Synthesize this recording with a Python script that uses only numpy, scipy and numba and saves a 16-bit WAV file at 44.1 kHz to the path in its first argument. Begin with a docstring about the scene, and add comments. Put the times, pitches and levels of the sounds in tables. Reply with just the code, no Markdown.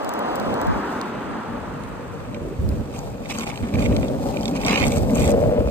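"""A longboard is pushed over rough asphalt by a rider with a phone in hand: road grain shakes the deck into
its bending modes, the wheels hiss, and the shoe sole crunches grit in sticking, slipping bursts.
A car rolls away as coloured noise that changes its timing between the two microphone ports, then fades.
Loose stones tick and crack as short rings, wind and puffs press on the ports as slow noise,
and a cricket, a narrow band of noise, sings faintly over the smooth wash of the street."""
import sys
import numpy as np
from scipy import signal
from scipy.fft import rfft, irfft, next_fast_len
from scipy.io import wavfile
from scipy.ndimage import uniform_filter1d
from numba import njit

SR = 44100
rng = np.random.default_rng(int(sys.argv[2]) if len(sys.argv) > 2 else 0)


def dump_mix(stems):
    """Bounce the given channels to the path in sys.argv[1] as a 16-bit WAV at rate SR."""
    frames = np.atleast_2d(stems).T  # one column per channel
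    limited = np.clip(frames, -1, 1)  # hard clip at full scale
    pcm = np.round(limited * 32767).astype(np.int16)
    wavfile.write(sys.argv[1], SR, pcm)


def invert_db(x):
    """Field ratio 10**(x/20) for x, a level in decibels (scalar or array-like)."""
    u = np.asarray(x, float) / 20
    return 10 ** u


N = 251414
SIZE = next_fast_len(N, real=True)
FREQS, TIMES = np.fft.rfftfreq(SIZE, 1 / SR), np.arange(N) / SR

# Tyre roar of the departing car. Each row: time in seconds, level in dB.
CAR_LEVEL = [(0.0, -29), (0.12, -27.5), (0.3, -26), (0.55, -26.5), (0.72, -25.5), (0.92, -27), (1.58, -33),
             (2.0, -35.5), (2.3, -41.5)]
# Tone of the tyre roar. Each row: frequency in Hz, relative gain in dB.
CAR_COLOUR = [(120, -17), (300, 1), (600, -7.5), (900, -0.5), (1300, -3), (1900, -13), (2500, -32),
              (5000, -34.5), (9000, -51)]
# Fuller tone while the car is close. 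Each row: frequency in Hz, gain in dB.
ALONGSIDE_BODY = [(150, 1.5), (350, 1), (600, 9.5), (900, 2.5), (1800, -2.5), (2700, 2), (4500, 3.5)]
# Lead of the left port over the right, car alongside. Each row: frequency in Hz, phase in radians.
ALONGSIDE_PHASE = [(0, -1), (350, -1.4), (850, -1.6), (1400, -1), (1700, -.2), (2070, 1), (2400, 3),
                   (2750, 3.6), (3300, 3.1), (4000, 2.5), (5550, 4), (8200, 8.5)]
# The same lead once the car has pulled ahead. Each row: frequency in Hz, phase in radians.
AHEAD_PHASE = [(0, 0), (350, -.3), (700, -.7), (1050, -1.1), (1400, .1), (2070, .1), (2400, 1.4),
               (2750, -.2), (4000, 1.5), (8200, 8.5)]

# Wheel hiss. Each row: time in seconds, level in dB.
HISS_LEVEL = [(0.0, -42), (0.5, -38.5), (1.0, -39.5), (1.5, -60), (2.2, -54.5), (3.0, -41), (3.55, -40.5),
              (4.0, -35.5), (4.6, -33), (5.3, -31.5), (5.5, -38.5), (5.7, -43)]
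# Tone of the wheel hiss. Each row: frequency in Hz, relative gain in dB.
HISS_COLOUR = [(300, 13.5), (800, 21), (1500, -2.5), (2500, -6.5), (5000, -3), (8500, -5.5), (13000, -6),
               (16000, -22)]
# Tone of leaves and far traffic. Each row: frequency in Hz, relative gain in dB.
STREET_COLOUR = [(1200, 6), (2000, -3.5), (4000, -6), (7500, -6), (10000, -6), (15000, -13)]

# Puffs across the phone. Each row: start in seconds, hold in seconds, level in dB.
CROSS_PUFFS = [(0.03, 0.06, -29.5), (0.406, 0.026, -28), (0.466, 0.053, -28), (0.666, 0.051, -17.5),
               (0.728, 0.052, -25.5), (1.258, 0.092, -37), (2.29, 0.05, -36)]
# Tone of the puffs. Each row: frequency in Hz, relative gain in dB.
PUFF_COLOUR = [(40, -8), (100, 0), (220, 0), (400, -13), (800, -9), (1500, -28), (3000, -63)]
# Grit ticking off the wheels. Each row: time in seconds, drive of the bright crack in dB,
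# drive of the duller body over the crack in dB.
TICKS = [(0.0466, -27, -8.5), (0.092, -22, -13), (0.138, -24, -24), (0.192, -27.5, -18),
         (0.3568, -22.5, -14), (0.364, -34, -10), (0.399, -29.5, -4), (0.541, -32, -3), (0.615, -25, -11),
         (0.6698, -29, -24), (1.0135, -32.5, 8.5), (1.837, -40, -2), (1.889, -40, -19), (2.69, -30.5, -8),
         (5.1068, -25.5, -23)]

# Deck shake. Each row: time in seconds, shake level in dB, extra gain of the upper modes in dB.
ROLL = [(0.0, -66, -12), (0.16, -35.5, -4), (0.58, -29.5, 3), (0.68, -30, -13), (0.78, -29, -8.5),
        (1.45, -34, -2), (2.2, -39, 1), (2.44, -31, -3), (2.55, -39.5, -1.5), (2.79, -29, -5),
        (3.05, -38.5, 2.5), (3.3, -32, -3.5), (3.55, -36, -8), (3.72, -26, -7), (3.83, -20.5, -2.5),
        (4.2, -25.5, -1), (4.5, -25.5, -8.5), (4.84, -20, -3.5), (4.97, -26.5, 3.5), (5.07, -19, -5),
        (5.3, -20, 3), (5.37, -24.5, 10), (5.58, -25.5, 6.5), (5.7, -30.5, 7)]
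# Bending modes of the deck, two lower then the upper. Each row: pitch in Hz, nominal width in Hz,
# relative level in dB.
DECK_MODES = [(239.2, 91, 0.5), (385.5, 78, -6), (478.2, 78, -2), (547, 95, -4)]
# Urethane roar of the wheels. Each row: time in seconds, level in dB.
ROAR_LEVEL = [(1.6, -84), (2.2, -43), (3.1, -51.5), (3.6, -37.5), (4.3, -48), (5.0, -49), (5.4, -40),
              (5.7, -43)]

# Breeze on the ports. Each row: time in seconds, level in dB.
BREEZE_LEVEL = [(0.0, -70), (0.35, -37), (0.55, -37.5), (0.9, -43.5), (1.3, -39), (1.6, -35.5),
                (2.2, -34.5), (2.9, -31.5), (3.55, -36.5), (4.2, -24.5), (4.6, -32), (5.1, -21.5),
                (5.7, -30)]
# Tone of the breeze. Each row: frequency in Hz, relative gain in dB.
BREEZE_COLOUR = [(20, -36), (45, 3.5), (70, -6.5), (110, -0.5), (160, -0.5), (250, -17.5), (350, -14.5),
                 (500, -9), (1200, -47.5)]
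# Gusts over the breeze. Each row: start in seconds, hold in seconds, level in dB.
GUSTS = [(0.612, 0.14, -37), (2.42, 0.072, -31), (2.609, 0.2, -22.5), (3.606, 0.029, -23),
         (3.74, 0.27, -20), (4.09, 0.18, -34.5), (4.816, 0.063, -18), (4.958, 0.079, -21),
         (5.194, 0.31, -19), (5.59, 0.035, -19.5), (5.646, 0.054, -23.5)]
# Deeper tone of the gusts. Each row: frequency in Hz, relative gain in dB.
GUST_COLOUR = [(20, -18), (45, 0), (70, 0), (110, -3.5), (220, -11.5), (340, -16), (500, -19.5),
               (1200, -53.5)]
# Sharp thumps of wind. Each row: time in seconds, relative size in dB, pitch in Hz.
BUFFETS = [(0.635, -30, 49.6), (0.672, -45, 55), (0.732, -24, 51.3), (2.592, -13, 71.6), (2.648, -20, 78.5),
           (2.688, -14.5, 68), (2.718, -15, 75), (2.768, -20, 77), (5.199, -19, 65), (5.251, -20, 80),
           (5.656, -14.5, 62)]

# Cricket song. Each row: time in seconds, level in dB before it wavers.
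CRICKET_LEVEL = [(1.0, -90), (1.25, -68), (1.4, -68), (1.7, -74), (1.8, -78), (1.84, -67), (1.92, -72),
                 (2.3, -93)]

# Ranges where crushed grit rings. Each row: pitch in Hz, scatter of pitch as a share,
# ring time in milliseconds, relative size in dB, fineness from 0 to 1.
GRIT_RANGES = [(1400, 0.079, 0.24, 0, 0.1), (2250, 0.05, 0.98, 1, 0.3), (2660, 0.039, 0.39, 6.5, 0),
               (3540, 0.07, 0.49, 7, 0.16), (4700, 0.1, 0.31, 9.5, 0.07), (6380, 0.077, 0.28, 12, 0.24),
               (8190, 0.059, 0.24, 7, 1), (9700, 0.023, 0.21, 8.5, 0.36), (11880, 0.011, 0.54, -0.5, 1),
               (13900, 0.066, 0.34, -10, 1)]
# Sole dragging over grit. Each row: start in seconds, hold in seconds, crunch level in dB,
# fine grit over coarse in dB.
DRAGS = [(2.933, 0.058, -46.5, 5.5), (3.242, 0.029, -48, 1), (3.299, 0.021, -35, 4),
         (3.345, 0.095, -39.5, 8), (3.467, 0.031, -38, 2.5), (3.54, 0.16, -53.5, 9.5),
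         (3.742, 0.012, -43, 0), (3.786, 0.081, -40, 3.5), (3.877, 0.21, -48.5, 6), (4.325, 0.26, -52, 1),
         (4.56, 0.0072, -33.5, -1), (4.6, 0.036, -42, 2), (4.666, .175, -29, -18), (4.835, 0.046, -34, 8),
         (4.9, 0.081, -38.5, 11.5), (5.152, 0.04, -37, 10.5), (5.196, 0.11, -36, 11.5),
         (5.675, .03, -44.5, -18)]
# Single stones cracking. Each row: time in seconds, relative size in dB, loudest pitch in Hz.
STONES = [(2.3444, -23.5, 2600), (2.9417, -35, 2360), (2.96, -29, 2450), (2.9905, -28, 6340),
          (3.257, -26, 2430), (3.291, -30, 8050), (3.2997, -19, 2600), (3.31, -17.5, 2510),
          (3.3195, -28, 8500), (3.338, -33, 2500), (3.3497, -24, 2660), (3.386, -16, 6900),
          (3.409, -19.5, 2720), (3.4216, -25, 2600), (3.434, -24, 2980), (3.4723, -20, 2660),
          (3.5007, -21.5, 2410), (3.514, -25.5, 2600), (3.5401, -27, 2100), (3.5577, -26, 2780),
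          (3.575, -22.5, 3150), (3.634, -27, 2080), (3.686, -28, 2080), (3.739, -22, 2230),
          (3.7538, -19, 2230), (3.7893, -25, 2530), (3.7965, -30, 7500), (3.8225, -20.5, 2250),
          (3.854, -21, 2300), (3.8605, -19, 2360), (3.924, -23, 2420), (3.9645, -15, 4070),
          (4.029, -25, 2340), (4.0823, -28, 3800), (4.3167, -46, 2530), (4.3412, -33, 2320),
          (4.369, -18.5, 2620), (4.4098, -28, 5200), (4.4303, -25, 3800), (4.4558, -16, 4150),
          (4.4804, -14.5, 4150), (4.564, -26, 2340), (4.6142, -22, 3830), (4.6335, -21, 2480),
          (4.649, -15, 4500), (4.6643, -13.5, 7900), (4.6687, -17, 2640), (4.6813, -6.5, 2460),
          (4.6945, -9, 2300), (4.709, -12, 2780), (4.7403, -11, 2220), (4.7576, -5, 2350),
          (4.7756, -9, 2260), (4.781, -16, 2320), (4.8186, -14, 2500), (4.8396, -16, 2730),
          (4.881, -15, 8600), (4.906, -32, 2360), (4.919, -22, 7450), (4.975, -23, 8000),
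          (5.0958, -24.5, 2400), (5.155, -14, 8400), (5.1812, -20, 2700), (5.2002, -22, 8200),
          (5.22, -23, 8600), (5.243, -20, 8020), (5.268, -29, 8200), (5.278, -32, 8300),
          (5.2934, -30, 2470), (5.316, -19, 8280), (5.323, -26, 5000)]
# Shards of one stone in order, the second largest. Each entry: relative size in dB.
SHARD_SIZES = [-4, 0, -1, -4, -8]
# A foot shifting on the deck. Each row: start in seconds, hold in seconds, level in dB.
SHUFFLES = [(2.422, 0.056, -30), (2.508, 0.019, -29)]

# Lead of the left port for sounds from under the phone. Each row: frequency in Hz, phase in radians.
PORT_PHASE = [(0, 0), (300, .3), (520, 1.1), (700, 1.4), (1400, 1.6), (2100, 1.9), (4100, 2.5), (5100, 2.0),
              (5550, np.pi), (6900, 4.8), (8200, 2.1 * np.pi), (10200, 3 * np.pi), (11200, 3 * np.pi),
              (13000, 4 * np.pi), (14000, 4 * np.pi), (16300, 5 * np.pi)]
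# Share that the ports do not hear alike. Each row: frequency in Hz, gain in dB.
SCATTER = [(100, -8), (1000, -9), (2300, -2), (4500, -3), (5550, -10), (7500, -4), (9300, -7), (10300, -20),
           (11100, -20), (12100, -9), (13100, -20), (13900, -20), (14800, -6)]
# Shading by the phone's body. Each row: frequency in Hz, left minus right in dB.
PORT_BALANCE = [(300, 0), (520, 1.5), (700, 4.5), (950, 7), (1500, 3), (2500, -7), (3300, -3), (4400, -4.5),
                (5500, 0), (7600, 3), (9600, 0)]
# Overall tone: bass and treble roll-off, with a dip near 11 kHz. Each row: frequency in Hz, gain in dB.
OVERALL_TONE = [(30, -12), (60, -0.5), (4900, -2.5), (5500, -2), (6200, -3), (9200, -3), (10000, -5),
                (11000, -13.5), (11900, -6.5), (15000, -2.5), (15600, -12), (15900, -53)]

GUST_ATTACK_S, GUST_RELEASE_S = 0.007, 0.042  # time per 20 dB of climb or fall
FOOT_ATTACK_S, FOOT_RELEASE_S = 0.025, 0.022  # the same for drags and shuffles


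def unit(x):
    """Scales to rms 1."""
    return x / np.sqrt(np.mean(x ** 2))


def curves(table):
    """Draws every column of a time table, sample by sample."""
    s, *columns = np.transpose(table)
    return [np.interp(TIMES, s, column) for column in columns]


def along(table):
    """Reads a (Hz, value) table at every frequency of the spectrum, on a log scale."""
    hz, value = np.transpose(table)
    return np.interp(np.log(FREQS + 1), np.log(hz), value)


def filtered(x, response):
    """Multiplies the spectrum by a response."""
    return irfft(rfft(x, SIZE) * response, SIZE)[..., :N]


def colour(x, table):
    """Shapes the tone by (Hz, dB) points."""
    return filtered(x, invert_db(along(table)))


def ring(x, hz, width_hz):
    """One resonance, gain 1 at its centre."""
    return signal.lfilter(*signal.iirpeak(hz, hz / width_hz, SR), x)


def steep(x, hz, width_hz):
    """Two resonances in a row: dark flanks and a soft start."""
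    return ring(ring(x, hz, 1.25 * width_hz), hz, 1.25 * width_hz)


def walk(rate):
    """Random levels held for 1 / rate seconds and slewed twice; spread near 1."""
    hold = int(SR / rate)
    steps = np.repeat(rng.standard_normal(N // hold + 1), hold)
    return 1.34 * uniform_filter1d(uniform_filter1d(steps, hold), hold)[:N]


def grains(per_s, spread_db):
    """Clicks at random moments; a few are much larger than the rest."""
    happens = rng.random(N) < per_s / SR
    luck = np.minimum(rng.exponential(size=N), 5)
    return happens * rng.standard_normal(N) * invert_db(spread_db * luck)


def blows(s, size):
    """One click at each given time."""
    out = np.zeros(N)
    out[(np.asarray(s) * SR).astype(int)] = size
    return out


@njit
def add_rings(out, start, turn, ring_samples, size):
    """Adds short sine rings whose envelope rises and dies as t exp(1 - t), peaking at size."""
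    for g in range(len(start)):
        for i in range(min(int(7 * ring_samples[g]), len(out) - start[g])):
            t = i / ring_samples[g]
            out[start[g] + i] += size[g] * t * np.exp(1 - t) * np.sin(turn[g] * i)
    return out


def swells(start, hold, db, attack_s, release_s):
    """Level in dB of each row through time: a steady climb, a hold, a steady fall."""
    start, hold, db = (np.asarray(column)[:, None] for column in (start, hold, db))
    before = (start - TIMES) / attack_s
    after = (TIMES - start - hold) / release_s
    return db - 20 * np.maximum(0, np.maximum(before, after))


def drag():
    """Crunch level and fineness of whichever drag is loudest at each moment."""
    start, hold, db, fine_db = np.transpose(DRAGS)
    rows = swells(start, hold, db, FOOT_ATTACK_S, FOOT_RELEASE_S)
    lifted_db = -58  # floor between drags
    return np.maximum(rows.max(axis=0), lifted_db), fine_db[rows.argmax(axis=0)]


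def ports(direct, diffuse, diffuse_db, phase=PORT_PHASE):
    """Each port gets scattered sound in opposite sign, and hears the source out of step with the other."""
    turn = np.exp(0.5j * np.interp(FREQS, *np.transpose(phase)))
    own = invert_db(diffuse_db) * colour(diffuse, SCATTER)
    return filtered(np.array([direct + own, direct - own]), np.array([turn, 1 / turn]))


def tyre_noise():
    """Smooth tyre roar that wavers slowly, with the hiss of the tread above it."""
    roar = unit(colour(rng.standard_normal(N), CAR_COLOUR)) * invert_db(0.85 * walk(8.51))
    tread = unit(steep(rng.standard_normal(N), 2240, 1380))
    return roar + invert_db(-16) * tread


def car():
    """Tyre noise crossfades from alongside to ahead by port timing and tone, then fades away."""
    roar_db, = curves(CAR_LEVEL)
    roar = np.array([tyre_noise() for _ in range(2)])
    last_s = CAR_LEVEL[-1][0]
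    fade = np.interp(TIMES, [last_s, last_s + 1.53], [1, 0])
    pulls_ahead_s, pull_takes_s = 0.73, 0.3  # midpoint and length of the crossfade
    ahead = np.clip(0.5 + (TIMES - pulls_ahead_s) / pull_takes_s, 0, 1)
    close = ports(*colour(roar, ALONGSIDE_BODY), diffuse_db=-5.5, phase=ALONGSIDE_PHASE)
    gone_ahead = ports(*roar, diffuse_db=-1.5, phase=AHEAD_PHASE)
    return fade * invert_db(roar_db) * ((1 - ahead) * close + ahead * gone_ahead)


def wheels():
    """Fine grain under the urethane: dense clicks make a flickering hiss, stronger while a sole drags."""
    hiss = [unit(colour(grains(6000, 2.9) * invert_db(2.65 * walk(29.71)), HISS_COLOUR)) for _ in range(2)]
    drag_hiss_db = drag()[0] + 3.5
    gain = np.hypot(invert_db(curves(HISS_LEVEL)[0]), invert_db(drag_hiss_db))
    return gain * ports(*hiss, diffuse_db=0.5)


def street():
    """Leaves and far traffic: steady coloured noise, a smooth, faint wash from all around."""
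    wash = unit(colour(rng.standard_normal((2, N)), STREET_COLOUR))
    return invert_db(-54) * ports(*wash, diffuse_db=5.5)


def puffs():
    """Noise pressing one port and pulling the other, and a cover gain that drops under strong puffs."""
    db = swells(*np.transpose(CROSS_PUFFS), GUST_ATTACK_S, GUST_RELEASE_S).max(axis=0)
    covers_db, depth = -25, 0.83  # above this level, dB lost per dB
    cover = invert_db(-depth * np.maximum(0, db - covers_db))
    pressure = unit(colour(rng.standard_normal(N), PUFF_COLOUR)) * invert_db(db)
    return pressure * np.array([[1], [-1]]), cover


def grit():
    """Tiny stones tick: quickly dying noise through a bright crack and a duller body, each with its own grain."""
    s, crack_db, body_db = np.transpose(TICKS)
    crack_decay = signal.lfilter([1], [1, -0.978], blows(s, invert_db(crack_db)))
    body_decay = signal.lfilter([1], [1, -0.98], blows(s, invert_db(crack_db + body_db)))
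    crack = ring(crack_decay * rng.standard_normal((2, N)), 11000, 9000)
    body = steep(body_decay * rng.standard_normal((2, N)), 4800, 2200)
    return ports(*(1.7 * crack + 5 * body), diffuse_db=0)


def deck():
    """Stones in the asphalt jolt the wheels: the deck rings in its bending modes and the urethane roars."""
    shake_db, upper_db = curves(ROLL)
    drag_db = drag()[0]
    roar_gain = np.hypot(invert_db(curves(ROAR_LEVEL)[0]), invert_db(drag_db + 0.5))
    parts = []
    for _ in range(2):
        road = unit(grains(1500, 1.6)) * invert_db(1.44 * walk(25.12))
        low, twist, *upper = (invert_db(db) * unit(steep(road, hz, width)) for hz, width, db in DECK_MODES)
        modes = low + twist + invert_db(upper_db) * sum(upper)
        roar = unit(steep(road, 730, 695)) + invert_db(-18.5) * unit(steep(road, 1600, 1030))
        # the unloaded truck buzzes while a foot is off the deck
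        buzz = invert_db(drag_db - 6.5) * unit(steep(road, 1052, 220))
        parts.append(invert_db(shake_db) * modes + roar_gain * roar + buzz)
    return ports(*parts, diffuse_db=-15.5)


def wind():
    """Eddies press on each port mostly on its own, deeper in the gusts; a few break as a thump on both."""
    gust_db = swells(*np.transpose(GUSTS), GUST_ATTACK_S, GUST_RELEASE_S).max(axis=0)
    out = 0
    for table, db in (BREEZE_COLOUR, curves(BREEZE_LEVEL)[0]), (GUST_COLOUR, gust_db):
        shared = rng.standard_normal(N)
        eddies = [colour(0.64 * shared + rng.standard_normal(N), table) * invert_db(1.6 * walk(13))
                  for _ in range(2)]
        out = out + unit(np.array(eddies)) * invert_db(db)
    s, db, hz = np.transpose(BUFFETS)
    thumps = add_rings(np.zeros(N), (s * SR).astype(int), 2 * np.pi * hz / SR, 0.45 * SR / hz, invert_db(db + 0.5))
    return out + thumps


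def cricket():
    """A thin wavering line: noise through one very narrow resonance."""
    line = unit(ring(rng.standard_normal(N), 9190, 13))
    return line * invert_db(curves(CRICKET_LEVEL)[0] + 4.1 * walk(8.1))


def crush(s, db, luck_db):
    """Each grain at time s sounds every grit range with its own pitch and luck; db is grains x ranges."""
    hz, scatter, ring_ms, range_db, _ = np.transpose(GRIT_RANGES)
    chance = rng.standard_normal((len(s), 2, len(GRIT_RANGES)))
    pitch = np.minimum(hz * np.exp(scatter * chance[:, 0]), 0.45 * SR)
    size = invert_db(db + range_db + luck_db * chance[:, 1])
    start = np.repeat((s * SR).astype(int), len(GRIT_RANGES))
    ring_samples = np.tile(ring_ms, len(s)) * SR / 1000
    return add_rings(np.zeros(N), start, 2 * np.pi * pitch.ravel() / SR, ring_samples, size.ravel())


def crunch(coarse_db, fine_db):
    """The sole sticks and lets go: each slip pours out a burst of grit, with loose grains in between."""
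    slips_per_s, uneven, slip_scatter_db = 140, 0.4, 2
    pours_s, loose_share = 0.0015, 0.5  # decay of one burst; share of grains between slips
    slip = rng.standard_normal((int(slips_per_s * N / SR), 2))
    slip_s = (np.arange(len(slip)) + uneven * slip[:, 0]) / slips_per_s
    chance = rng.random((12000, 4))  # one row a grain
    which = (chance[:, 0] * len(slip)).astype(int)
    loose = chance[:, 2] < loose_share
    poured_s = slip_s[which] - pours_s * np.log(1 - chance[:, 3])
    s = np.clip(np.where(loose, chance[:, 0] * N / SR, poured_s), 0, (N - 1) / SR)
    at = (s * SR).astype(int)
    slip_db = ~loose * slip_scatter_db * slip[which, 1]
    luck_db = -2.6 * np.log(chance[:, 1] + 0.03)  # a few grains are much larger
    grain_db = coarse_db[at] + slip_db + luck_db - 19.0
    fineness = np.array(GRIT_RANGES)[:, 4]
    return crush(s, grain_db[:, None] + fineness * fine_db[at, None], luck_db=4.0)


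def stones():
    """Lone stones snap, then break into shards, loudest near their own pitch; bright ones break faster."""
    s, stone_db, pitch = np.transpose(STONES)
    start, turn = (s * SR).astype(int), 2 * np.pi * pitch / SR
    bright = np.log2(pitch / 2600).clip(0, 1)  # octaves above a dull stone, one at most
    range_hz, fineness = np.array(GRIT_RANGES)[:, 0], np.array(GRIT_RANGES)[:, 4]
    near_db = -8 * np.abs(np.log2(range_hz / pitch[:, None])) - 3.5 * fineness
    shard_gap_s = 0.0013
    out = np.zeros(N)
    for shard, shard_db in enumerate(SHARD_SIZES):
        late = (shard - 0.5) * shard_gap_s / 2 ** bright * (0.5 + rng.random(len(s)))
        size_db = stone_db + shard_db - 2.5
        out = out + crush(s + late, size_db[:, None] + near_db - 16.0, luck_db=3)
        shard_start = ((s + late) * SR).astype(int)
        shard_turn = turn * np.exp(0.12 * rng.standard_normal(len(s)))
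        add_rings(out, shard_start, shard_turn, 0.9 * SR / pitch, invert_db(size_db - 8))
    # the first break is a hard, wide snap, harder by 12 dB per octave of brightness
    return add_rings(out, start, turn, SR / pitch, invert_db(stone_db - 12 + 12 * bright))


def rasp(coarse_db, fine_db):
    """The rubber sole hums while it drags, lower when pressed hard and weaker over fine grit."""
    pressed = np.clip((coarse_db + 37.5) / 5, 0, 1)  # the hum sinks over 5 dB of crunch from -37.5 dB
    rub = grains(5000, 4.3)
    light, hard = (unit(steep(rub, hz, 420)) for hz in (2500, 2230))
    hum_db = coarse_db - 3 - 0.43 * np.maximum(fine_db, 0) + 1.6 * walk(90)
    return invert_db(hum_db) * ((1 - 0.5 * pressed) * light + pressed * hard)


def thrown_back(x, count=6):
    """Random echo patterns a few milliseconds long crossfade steadily, so no single one colours the sound."""
    patterns_per_s = 30
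    out = 0
    for k in range(count):
        share = np.maximum(0, 1 - np.abs((TIMES * patterns_per_s - k) % count - count / 2))
        bounces = unit(rng.standard_normal(800) * np.exp(-np.arange(800) / 70)) / 28
        out = out + signal.oaconvolve(x * np.sqrt(share), bounces)[:N]
    return out


def sole():
    """The shoe on the road: crunching grit, cracking stones and rubber hum, with their near echoes."""
    coarse_db, fine_db = drag()
    out = crunch(coarse_db, fine_db) + stones() + rasp(coarse_db, fine_db)
    return ports(out, thrown_back(out), diffuse_db=1)


def shuffle():
    """The shifting foot rattles the loaded deck: random clicks through one resonance."""
    db = swells(*np.transpose(SHUFFLES), FOOT_ATTACK_S, FOOT_RELEASE_S).max(axis=0)
    return invert_db(db) * unit(steep(grains(1500, 1.6), 373, 130))


def scene():
    """The phone's body shades board and street differently for each port; a puff masks only the lows."""
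    shade = invert_db(along(PORT_BALANCE) / 2)
    board = filtered(street() + deck() + wheels() + sole() + grit(), np.array([shade, 1 / shade]))
    airborne = board + car()
    puff, cover = puffs()
    lows = colour(airborne, [(20, -10), (600, 4.5), (1200, -34), (16000, -60)])
    return airborne - (1 - cover) * lows + shuffle() + puff + wind() + cricket()


def low_pass(x):
    """Removes everything above the highest recorded frequency."""
    return signal.sosfilt(signal.butter(12, 15790, fs=SR, output="sos"), x)


def record(dry):
    """An overall tone curve with a dip near 11 kHz shapes the whole mix."""
    mix = colour(dry, OVERALL_TONE)
    return low_pass(mix)


dry = scene()
out = record(dry)
dump_mix(out)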